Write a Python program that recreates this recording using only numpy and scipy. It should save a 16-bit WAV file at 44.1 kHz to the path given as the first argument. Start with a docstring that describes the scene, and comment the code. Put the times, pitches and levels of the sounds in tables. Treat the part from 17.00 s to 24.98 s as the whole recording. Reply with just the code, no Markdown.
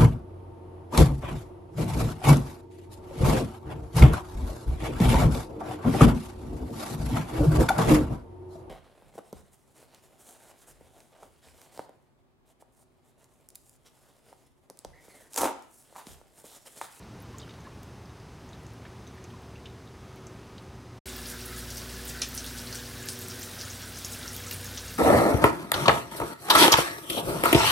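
"""Single drips plink into the cups of a copper rain chain at a house's eaves, at dusk, over a far-off murmur.
After a short silence a second scene starts, in steady rain: water gurgles, spatters and splats down the chain.
Drips and drops are short decaying rings, many rising in pitch, and the porch walls echo them.
The murmur and the garden rain are filtered noise; distant machines and a nearby air conditioner are
unsteady tones. The microphone keeps neither the deepest rumble nor the extreme treble."""
import sys
import numpy as np
from scipy import signal
from scipy.fft import rfft, irfft
from scipy.io import wavfile
from scipy.ndimage import uniform_filter1d, map_coordinates

SR = 44100
rng = np.random.default_rng(int(sys.argv[2]) if len(sys.argv) > 2 else 0)


def inscribe(sig):
    """Save sig as 16-bit PCM at rate SR to the path in sys.argv[1].

    A 1-D sig is mono; a 2-D sig holds one channel per row.
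    Samples are clipped to [-1, 1] before scaling.
    """
    pcm = np.round(np.clip(np.atleast_2d(sig).T, -1, 1) * 32767)
    wavfile.write(sys.argv[1], SR, pcm.astype(np.int16))


N = 351918
DUSK_END_S, RAIN_START_S = 3.988, 4.056
SHOWER_S = N / SR - RAIN_START_S
TOP_HZ = 15900  # upper limit of the microphone


def undb(db):
    """Decibels to gain."""
    return 10 ** (np.asarray(db) / 20)


def level(x, db):
    """Scale to an rms level in dB."""
    return x * undb(db) / np.sqrt(np.mean(x ** 2))


def rain_level(x):
    """Scale to a standard deviation of 1 over the time of the shower."""
    return x / np.std(x[int(RAIN_START_S * SR):])


def curve(rows):
    """Join (s, value) rows by straight lines."""
    return np.interp(np.arange(N) / SR, *np.transpose(rows))


def walk(rate):
    """Random levels held 1 / rate s and smoothed twice; spread near 1."""
    hold = int(SR / rate)
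    steps = np.repeat(rng.standard_normal(N // hold + 1), hold)
    smooth = uniform_filter1d(uniform_filter1d(steps, hold), hold)
    return 1.301 * smooth[:N]


def colour(x, points):
    """Causal minimum-phase filter with the given (Hz, dB) response, built from its cepstrum."""
    hz, db = np.transpose(points)
    bins = np.maximum(np.arange(N // 2 + 1) * SR / N, 1)
    response_db = np.interp(np.log(bins), np.log(hz), db)
    cepstrum = irfft(np.log(undb(response_db)), N)
    # fold the backward half of time onto the forward half
    cepstrum[1:N // 2] *= 2
    cepstrum[N // 2 + 1:] = 0
    return irfft(rfft(x) * np.exp(rfft(cepstrum)), N)


def add(out, s, sound):
    """Mix a sound in at time s."""
    i = min(max(int(s * SR), 0), N)
    out[i:i + len(sound)] += sound[:N - i]


def grain(hz, cycles, glide, swell):
    """A ring under an envelope of peak 1 that swells and dies away, rising in pitch by the share glide."""
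    hz = min(hz, .45 * SR)
    # age reaches 1 after the given number of cycles
    age = np.arange(int(2 * cycles * SR / hz) + 2) * hz / (SR * cycles)
    shape = age ** swell * np.exp(-2 * np.pi * age)
    return shape / shape.max() * np.sin(2 * np.pi * cycles * (age + glide * age ** 2 / 2))


def porch(x, t60, wet_db):
    """Direct sound, then the short dense echo of walls and roof, whose pattern shifts as the microphone sways."""
    t = np.arange(SR // 3) / SR
    sway = 2 * np.pi * np.cumsum(1 + .4 * walk(2)) / SR
    dull = signal.butter(1, min(9000, TOP_HZ), fs=SR, output="sos")
    echo = 0
    # four echo patterns take turns, about one round a second
    for k, noise in enumerate(rng.standard_normal((4, len(t)))):
        tail = noise * undb(-60 * t / t60) * (1 - np.exp(-t / 0.00056))
        tail = signal.sosfilt(dull, tail)
        share = np.maximum(np.cos(sway + k * np.pi / 2), 0)
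        echo = echo + share * signal.oaconvolve(x, tail / np.linalg.norm(tail))[:N]
    return x + undb(wet_db) * echo


def hum(hz, db, wander_hz, waver_db):
    """One machine tone, unsteady in pitch and strength."""
    phase = np.cumsum(hz + wander_hz * walk(9)) / SR + rng.random()
    return np.sqrt(2) * undb(db + waver_db * walk(4.05)) * np.sin(2 * np.pi * phase)


# The neighbourhood at dusk, far from the porch. Each row: frequency in Hz, relative level in dB per Hz.
MURMUR_SPECTRUM = [(25, -13), (42, -7.5), (70, 2), (250, -5), (420, -9), (580, -14), (900, -13.5),
                   (1500, -20), (3200, -26.5), (5800, -30), (6200, -28), (6700, -33.5), (10000, -37),
                   (15000, -46.5)]


def neighbourhood():
    """Traffic far off blends into one noise, coloured by its spectrum and wavering in level."""
    murmur = level(colour(rng.standard_normal(N), MURMUR_SPECTRUM), db=-46.5)
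    return murmur * undb(.4 * walk(5))


# Machines in the distance. Each row: pitch in Hz, level in dB at first, level in dB at the end of dusk,
# wander of the pitch in Hz.
FAR_TONES = [(118.6, -52.5, -54, 4.01), (1236, -80, -68, 1.04), (1286, -79, -76, 0.96), (5010, -83, -77, 2),
             (5200, -80, -80, 1.9)]
# A far-off whine that swells and fades. Each row: time in seconds, level in dB.
FAR_WHINE = [(0, -72), (2.3, -60.5), (2.6, -58), (3.0, -63), (3.27, -52.5), (3.55, -61.5), (3.8, -57),
             (4, -61.5)]


def distant_machines():
    """Far machines give unsteady tones that drift in strength, and one whine that comes and goes."""
    machines = 0
    for hz, first_db, last_db, wander_hz in FAR_TONES:
        db = curve([(0, first_db), (DUSK_END_S, last_db)])
        machines = machines + hum(hz, db, wander_hz, waver_db=2.0)
    return machines + hum(hz=379.0, db=curve(FAR_WHINE), wander_hz=4.47, waver_db=3.0)


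# Rain on the garden, beyond the porch. Each row: frequency in Hz, relative level in dB per Hz.
RAIN_SPECTRUM = [(25, -15), (48, 2), (75, 4.5), (150, 5), (230, 0.5), (320, -2), (520, -2), (700, -4.5),
                 (1050, -7), (1600, -6), (2500, -8.5), (5200, -7.5), (7500, -12), (15500, -14)]


def garden_rain():
    """Countless drops merge into one noise, coloured by its spectrum and wavering in level."""
    rain = level(colour(rng.standard_normal(N), RAIN_SPECTRUM), db=-43.5)
    return rain * undb(.5 * walk(3.7))


# The walk through the porch. Each row: time in seconds, place (0 deep inside, 1 halfway, 2 at the edge).
PORCH_WALK = [(5.75, 0.023), (6.25, 0.76), (6.45, 1.3), (6.85, 1.9)]
# The air conditioner nearby. Each row: pitch in Hz, level in dB deep in the porch, in dB halfway,
# in dB at its edge, wander of the pitch in Hz, waver of the level in dB.
COOLER_TONES = [(58, -61, -73, -62, .3, -0.5), (60.3, -47.5, -67, -50.5, 0.33, -2),
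                (94.5, -56, -49, -48, 0.57, 2.7), (119, -52.5, -52, -59, 1.29, 1.5),
                (185, -70, -70, -66, 1.1, 2), (240.8, -51.5, -53, -54.5, 0.31, -0.6),
                (261.2, -59.5, -61, -61.5, 1.24, -3), (284, -62, -60, -66, 0.88, 1.5),
                (362.2, -58.5, -51.5, -67, 1.15, 3)]
# The lower whine of its fan, swelling and fading. Each row: time in seconds, level in dB.
LOW_FAN_WHINE = [(4.06, -50.5), (4.3, -57.5), (4.5, -49), (4.75, -62), (4.95, -50.5), (5.4, -61),
                 (5.7, -57), (5.9, -55), (6.33, -50), (6.55, -64), (7.98, -70)]
# The higher whine of its fan. Each row: time in seconds, level in dB.
HIGH_FAN_WHINE = [(4.06, -59.5), (5.1, -58), (5.35, -71), (5.65, -57.5), (6.5, -57.5), (6.8, -69),
                  (7.2, -69), (7.45, -57), (7.98, -63)]


def air_conditioner():
    """The hum stands between the walls, so each tone has its own level from place to place."""
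    place = curve(PORCH_WALK)
    cooler = 0
    for hz, *place_dbs, wander_hz, waver_db in COOLER_TONES:
        db = np.interp(place, np.arange(len(place_dbs)), place_dbs)
        cooler = cooler + hum(hz, db, wander_hz, waver_db)
    cooler = cooler + hum(hz=379, db=curve(LOW_FAN_WHINE), wander_hz=1.36, waver_db=1.6)
    return cooler + hum(hz=483.4, db=curve(HIGH_FAN_WHINE), wander_hz=0.89, waver_db=1.5)


def gurgle(hz, spread, cycles, db, scatter_db, surge_db, count):
    """Scattered bubbles and droplets that come in surges, each with its own pitch, length and size."""
    out = np.zeros(N)
    for (when, length), (pitch, size) in zip(rng.random((count, 2)), rng.standard_normal((count, 2))):
        ring = grain(hz * 2 ** (spread * pitch), cycles * (.5 + length), glide=0.12, swell=0.37)
        add(out, RAIN_START_S + when * SHOWER_S, undb(scatter_db * np.tanh(size / 2)) * ring)
    return undb(db) * rain_level(out * undb(surge_db * walk(14)))


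def spatter(hz, octaves, cycles, scatter_db, lag_s, count, size=3):
    """Tiny splashes, each a few droplets close in time and pitch, all through the shower."""
    out = np.zeros(N)
    lead_s = .1  # the first splashes fall before the shower is heard
    for _ in range(count):
        when, pitch, length = rng.random(3)
        centre_hz = hz * 2 ** (octaves * (pitch - .5))
        gain = undb(scatter_db * np.tanh(rng.standard_normal() / 2))
        for late, detune in zip(rng.exponential(size=size), rng.standard_normal(size)):
            # droplets of one splash differ by about .11 octave
            droplet = grain(centre_hz * 2 ** (.11 * detune), cycles * (.5 + length), glide=0.085, swell=0.49)
            s = RAIN_START_S - lead_s + when * (SHOWER_S + lead_s) + lag_s * late
            add(out, s, gain * np.exp(-late / 2) * droplet)
    return rain_level(out)


# The ring of small drops on the wet cups. 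Each row: frequency in Hz, relative level in dB per Hz.
CUP_RING = [(800, -34), (1600, -3), (2600, -6.5), (3600, -1.5), (4200, -3), (5000, 4.5), (6000, 4),
            (7300, -9), (15500, 0)]


def cups(x):
    """The wet cups ring with the drops, sliding in pitch as they fill and empty."""
    drift, drift_rate_hz = .04, 7  # drift is a share of the pitch
    slide = np.cumsum(1 + drift * walk(drift_rate_hz))
    return rain_level(map_coordinates(colour(x, CUP_RING), [slide], order=3, mode="mirror"))


def flow(trickle_db, edge_db, spills):
    """Strength of the water on the chain: a steady trickle, and (s, dB) spills that swell and drain away."""
    rise_s, drain_s = 0.021, 0.021  # widths of the two bell-shaped flanks
    t = np.arange(N) / SR
    coarse = t[::64]
    power = 0
    for s, db in spills:
        flank = np.maximum((s - coarse) / rise_s, (coarse - s) / drain_s)
        power = power + (undb(db) * np.exp(-flank ** 2 / 2)) ** 2
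    trickle = undb(np.interp(curve(PORCH_WALK), [0, 2], [trickle_db, edge_db]))
    return np.sqrt(trickle ** 2 + np.interp(t, coarse, power))


# The cups brim over several times a second. Each row: height of the spill in seconds, level in dB of the
# patter on the cups, level in dB of the fine fizz; both add to the trickle.
CUP_SPILLS = [(4.08, -46.5, -48), (4.305, -55, -47.5), (4.405, -54, -47.5), (4.585, -51, -47),
              (4.77, -51, -48), (5.09, -49, -45.5), (5.38, -56, -43.5), (5.465, -48, -46),
              (5.59, -55, -47.5), (5.75, -49, -45), (6.1, -48, -43), (6.215, -54, -48), (6.325, -49.5, -52),
              (6.43, -53, -46.5), (6.6, -52, -48.5), (6.81, -61, -53), (7.13, -50, -48), (7.34, -55, -49),
              (7.46, -49, -51), (7.535, -50, -43), (7.64, -54, -50), (7.92, -51, -50)]


def spilling_water():
    """Water patters on the ringing cups and fizzes in fine droplets, stronger with each spill."""
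    patter = cups(spatter(hz=4020, octaves=2.0, cycles=6, scatter_db=11, lag_s=.003, count=1300))
    fizz = spatter(hz=10660, octaves=1.14, cycles=14, scatter_db=9, lag_s=.002, count=1600)
    # the trickle is a little stronger at the edge of the porch, nearer the chain
    patter_flow = flow(trickle_db=-56.5, edge_db=-55, spills=[(s, db) for s, db, _ in CUP_SPILLS])
    fizz_flow = flow(trickle_db=-56.5, edge_db=-53, spills=[(s, db) for s, _, db in CUP_SPILLS])
    return patter * patter_flow + fizz * fizz_flow


STRAY_DB = -33  # peak of the extra drops


def strays(count):
    """Further soft drops at random moments and pitches, as rows like those of the bursting drops."""
    rows = []
    for when, pitch in zip(rng.random(count), rng.standard_normal(count)):
        hz = 7900 * 2 ** (.43 * pitch)
        rows.append((RAIN_START_S + when * SHOWER_S, STRAY_DB, hz, 21, -13))
    return rows


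# Drops bursting on the chain, loud and soft. Each row: start in seconds, peak in dB, pitch in Hz,
# cycles that it rings, level of the spray in dB relative to the drop.
BURSTING_DROPS = [(4.132, -36, 5800, 18, -14), (4.1652, -28, 14020, 24, -14), (4.2585, -30, 5000, 8.9, -7),
                  (4.268, -29, 11000, 8, -5), (4.3004, -31, 5640, 7, -12), (4.315, -27.5, 9500, 7, -6),
                  (4.457, -29, 10500, 16, -8), (4.461, -29, 14000, 24, -9), (4.591, -31, 9500, 12, -7),
                  (4.7036, -27.5, 5580, 10, -3), (4.705, -28, 10000, 7, -6), (4.772, -29.5, 5750, 12, -9),
                  (4.7793, -29, 5750, 9.3, -13), (4.78, -27, 12500, 12, -8), (4.8172, -31, 4980, 5, -7),
                  (4.941, -33, 5760, 14, -13), (5.0527, -28.5, 14500, 30, -12), (5.079, -26, 14500, 12, -7),
                  (5.087, -30, 8000, 9.1, -9), (5.094, -29, 5897, 8, -7), (5.098, -28, 10500, 10, -7),
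                  (5.2177, -15.5, 5750, 8.3, -17), (5.218, -23, 9800, 16, -4),
                  (5.2199, -14, 5560, 8.4, -19), (5.2197, -27.5, 2350, 6, -5),
                  (5.2215, -22.5, 3700, 5.6, -7), (5.2273, -29, 4800, 8.6, -10),
                  (5.2355, -26, 6200, 6, -13), (5.236, -29.5, 3100, 4.4, -4), (5.263, -36, 7020, 7, -3),
                  (5.2878, -29, 14100, 42, -12), (5.349, -24, 12000, 8, -3), (5.358, -28, 9200, 14, -8),
                  (5.3775, -19, 5700, 9.5, -22), (5.3815, -26, 9000, 7, -11), (5.4423, -30, 14500, 14, -6),
                  (5.444, -30.5, 3700, 7.7, -9), (5.578, -30, 5300, 7, -7), (5.664, -38, 8400, 28, -16),
                  (5.673, -33, 4200, 10, -12), (5.7271, -27.5, 5100, 16, -7), (5.748, -31, 9505, 8, -7),
                  (5.755, -25, 5640, 7, -12), (6.0579, -32, 11780, 20, -7), (6.0875, -17, 5200, 5.2, -17),
                  (6.088, -24, 10900, 16, -17), (6.19, -23, 12500, 9, -12), (6.214, -26, 12500, 10, -8),
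                  (6.223, -33.5, 4600, 8, -9), (6.2838, -26.5, 8600, 12, -16),
                  (6.2845, -27, 12500, 16, -14), (6.3936, -32, 11500, 12, -3), (6.42, -32.5, 5500, 16, -10),
                  (6.5937, -31, 5300, 8, -18), (6.612, -27.5, 5300, 13, -4), (6.7014, -27.5, 5850, 9, -12),
                  (6.9714, -31.5, 5990, 14, -6), (6.985, -33, 10000, 18, -3), (7.0471, -25, 6500, 13, -6),
                  (7.0485, -28, 10600, 11, 0), (7.191, -31, 9500, 13, -10), (7.23, -31, 3670, 10, -14),
                  (7.279, -23.5, 5724, 11, -15), (7.3648, -25, 13700, 28, -13),
                  (7.3649, -27.5, 6340, 6, -12), (7.4672, -33, 7570, 26, -14), (7.511, -20, 4840, 3.8, -14),
                  (7.5115, -33, 2380, 9.3, -7), (7.513, -19.5, 12500, 14, -9), (7.5262, -28, 5040, 7, -6),
                  (7.543, -28, 10000, 16, -12), (7.644, -30, 6300, 13, -9), (7.645, -32, 11500, 18, -10),
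                  (7.7745, -29, 3480, 8.3, -9), (7.7752, -27, 5740, 11.6, -8), (7.779, -24.5, 5600, 9, -16),
                  (7.7925, -35, 4380, 7.1, -16), (7.863, -27.5, 10500, 8, -10)]


def splats(spray_s, count):
    """A drop smacks the copper or bursts with a short ring; its spray lands after it, ever fainter."""
    out = np.zeros(N)
    for s, db, hz, cycles, spray_db in list(BURSTING_DROPS) + strays(count=10):
        add(out, s, undb(db) * grain(hz, cycles, glide=0.036, swell=0.48))
        # a louder drop throws its spray farther: the flight time doubles every 18 dB
        flight_s = spray_s * 2 ** ((db - STRAY_DB) / 18)
        for late, pitch in zip(rng.exponential(size=count), rng.standard_normal(count)):
            droplet = grain(hz * 2 ** (.21 * pitch), cycles, glide=0.17, swell=0.57)
            add(out, s + flight_s * late, undb(db + spray_db - 4.7 * late) * droplet)
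    return out


def faint_drips(count):
    """Faint drips higher up the chain at random moments, as rows like those of the drips into the cups."""
    rows = []
    for when, pitch in zip(rng.random(count), rng.standard_normal(count)):
        rows.append((when * DUSK_END_S, 5350 * 2 ** (.47 * pitch), -53.5, 15, .19, -6))
    return rows


# Drips into the cups at dusk. Each row: start in seconds, pitch of the bubble in Hz, peak in dB,
# cycles that it rings, rise in pitch as a share, level of the second bubble in dB relative to the first.
CUP_DRIPS = [(.202, 10100, -46, 32, 0.14, -16), (.341, 1070, -46.5, 28, .04, -21),
             (.384, 6500, -37, 17, 0.18, -4.5), (.398, 3480, -44, 13, .1, -5),
             (.402, 4600, -45, 12, .15, -5), (.4165, 3680, -44, 17, 0.17, -3),
             (.429, 3020, -45, 31, 0.06, -11), (.474, 1270, -49, 8.9, 0.06, 2),
             (.493, 2870, -44, 8.3, .15, 1), (.508, 3550, -46, 9, .2, 0), (.539, 3500, -48, 9, .2, -3),
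             (.605, 6400, -51, 24, .1, -12), (.648, 1670, -50, 40, 0.05, -22),
             (.668, 1060, -43, 15.3, 0, -14), (1.531, 3660, -43, 14, 0.24, -12),
             (1.666, 6400, -47, 18, .1, -8), (1.852, 1594, -41.5, 8.9, .18, -1),
             (1.8545, 2150, -46, 13, .15, -12), (2.069, 3700, -47, 14, .1, -14),
             (2.075, 6000, -44.5, 22, 0.16, -17), (2.2413, 5910, -39.5, 8.7, 0.4, -10),
             (2.18, 1850, -49, 12, .12, -9), (2.246, 2300, -50, 12, .12, -6),
             (2.303, 3100, -50, 14, .12, -8), (2.335, 1020, -47, 19, 0, -10),
             (2.428, 3000, -54, 15, .12, -10), (2.5561, 2650, -45, 17, 0.1, -14),
             (2.6565, 2750, -39, 11, 0.22, -9), (2.659, 3550, -43.5, 19, 0.23, -17),
             (2.875, 3590, -49, 16, 0.1, -8), (3.2686, 5877, -41.5, 16, 0.2, -1),
             (3.36, 2300, -51, 12, .12, -9), (3.58, 2950, -52, 16, .1, -14),
             (3.5808, 3720, -43.5, 16, 0.14, -2)]
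# Droplets that tick on bare copper. Each row: start in seconds, peak in dB, pitch in Hz, cycles that it rings.
COPPER_TICKS = [(.2215, -48, 14200, 30), (.2245, -45, 14000, 24), (.384, -41, 14000, 8),
                (.8315, -36, 13000, 2.4), (.8325, -37, 6000, 1.7), (1.22, -58, 14000, 6),
                (1.463, -60, 14500, 18), (1.491, -45, 6300, 5), (2.15, -49, 12500, 3),
                (2.31, -55, 14500, 10), (1.735, -44, 13030, 3), (2.42, -47, 13000, 3),
                (3.16, -41, 11870, 2.4)]


def dripping_chain():
    """Each drip ticks as it lands and traps two bubbles, most chirping upward; droplets tick on bare copper."""
    drips = np.zeros(N)
    for s, hz, db, cycles, glide, second_db in list(CUP_DRIPS) + faint_drips(count=12):
        landing_tick = grain(1.6 * hz, cycles=2.9, glide=0, swell=1.0)
        add(drips, s, undb(db - 0.5) * landing_tick)
        add(drips, s, undb(db) * grain(hz, cycles, glide, swell=1.0))
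        # a smaller, higher bubble pinches off five cycles later
        add(drips, s + 5 / hz, undb(db + second_db) * grain(1.194 * hz, cycles, glide, swell=1.0))
    for s, db, hz, cycles in COPPER_TICKS:
        add(drips, s, undb(db) * grain(hz, cycles, glide=0, swell=1.9))
    return drips


def running_chain():
    """Water spills and splats from cup to cup, over bubbles whose size sets their pitch."""
    chain = spilling_water() + splats(spray_s=.006, count=7)
    # large bubbles in the filled cups, smaller ones at their rims, then lone droplets on the links
    chain += gurgle(hz=1608, spread=0.19, cycles=16.7, db=-56, scatter_db=2.5, surge_db=2.0, count=600)
    chain += gurgle(hz=3640, spread=0.11, cycles=15.3, db=-60.5, scatter_db=5, surge_db=1.0, count=350)
    chain += gurgle(hz=5150, spread=0.18, cycles=14, db=-61.5, scatter_db=7.0, surge_db=2.2, count=500)
    chain += gurgle(hz=9170, spread=0.12, cycles=27, db=-60.5, scatter_db=6, surge_db=2.0, count=450)
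    return chain


def dusk():
    """The dripping chain with a brief porch echo, before the distant murmur and machines."""
    return neighbourhood() + distant_machines() + porch(dripping_chain(), t60=0.078, wet_db=-5)


def shower():
    """The running chain under the porch roof, rain beyond it and the air conditioner's hum."""
    return garden_rain() + air_conditioner() + porch(running_chain(), t60=0.16, wet_db=-3)


def scene():
    """Dusk fades quickly and the shower starts at once; both channels carry the same sound."""
    t = np.arange(N) / SR
    dusk_fade = np.clip((DUSK_END_S - t) / 0.0091 + .5, 0, 1)
    shower_fade = np.clip((t - RAIN_START_S) / 0.0024, 0, 1)
    sound = dusk() * dusk_fade + shower() * shower_fade
    return np.array([sound, sound])


def record(dry):
    """The microphone cuts the deepest rumble gently and the extreme treble steeply."""
    rumble_cut = signal.butter(2, 30, "highpass", fs=SR, output="sos")
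    treble_cut = signal.ellip(10, .2, 70, TOP_HZ, fs=SR, output="sos")
    return signal.sosfilt(treble_cut, signal.sosfilt(rumble_cut, dry))


dry = scene()
out = record(dry)
inscribe(out)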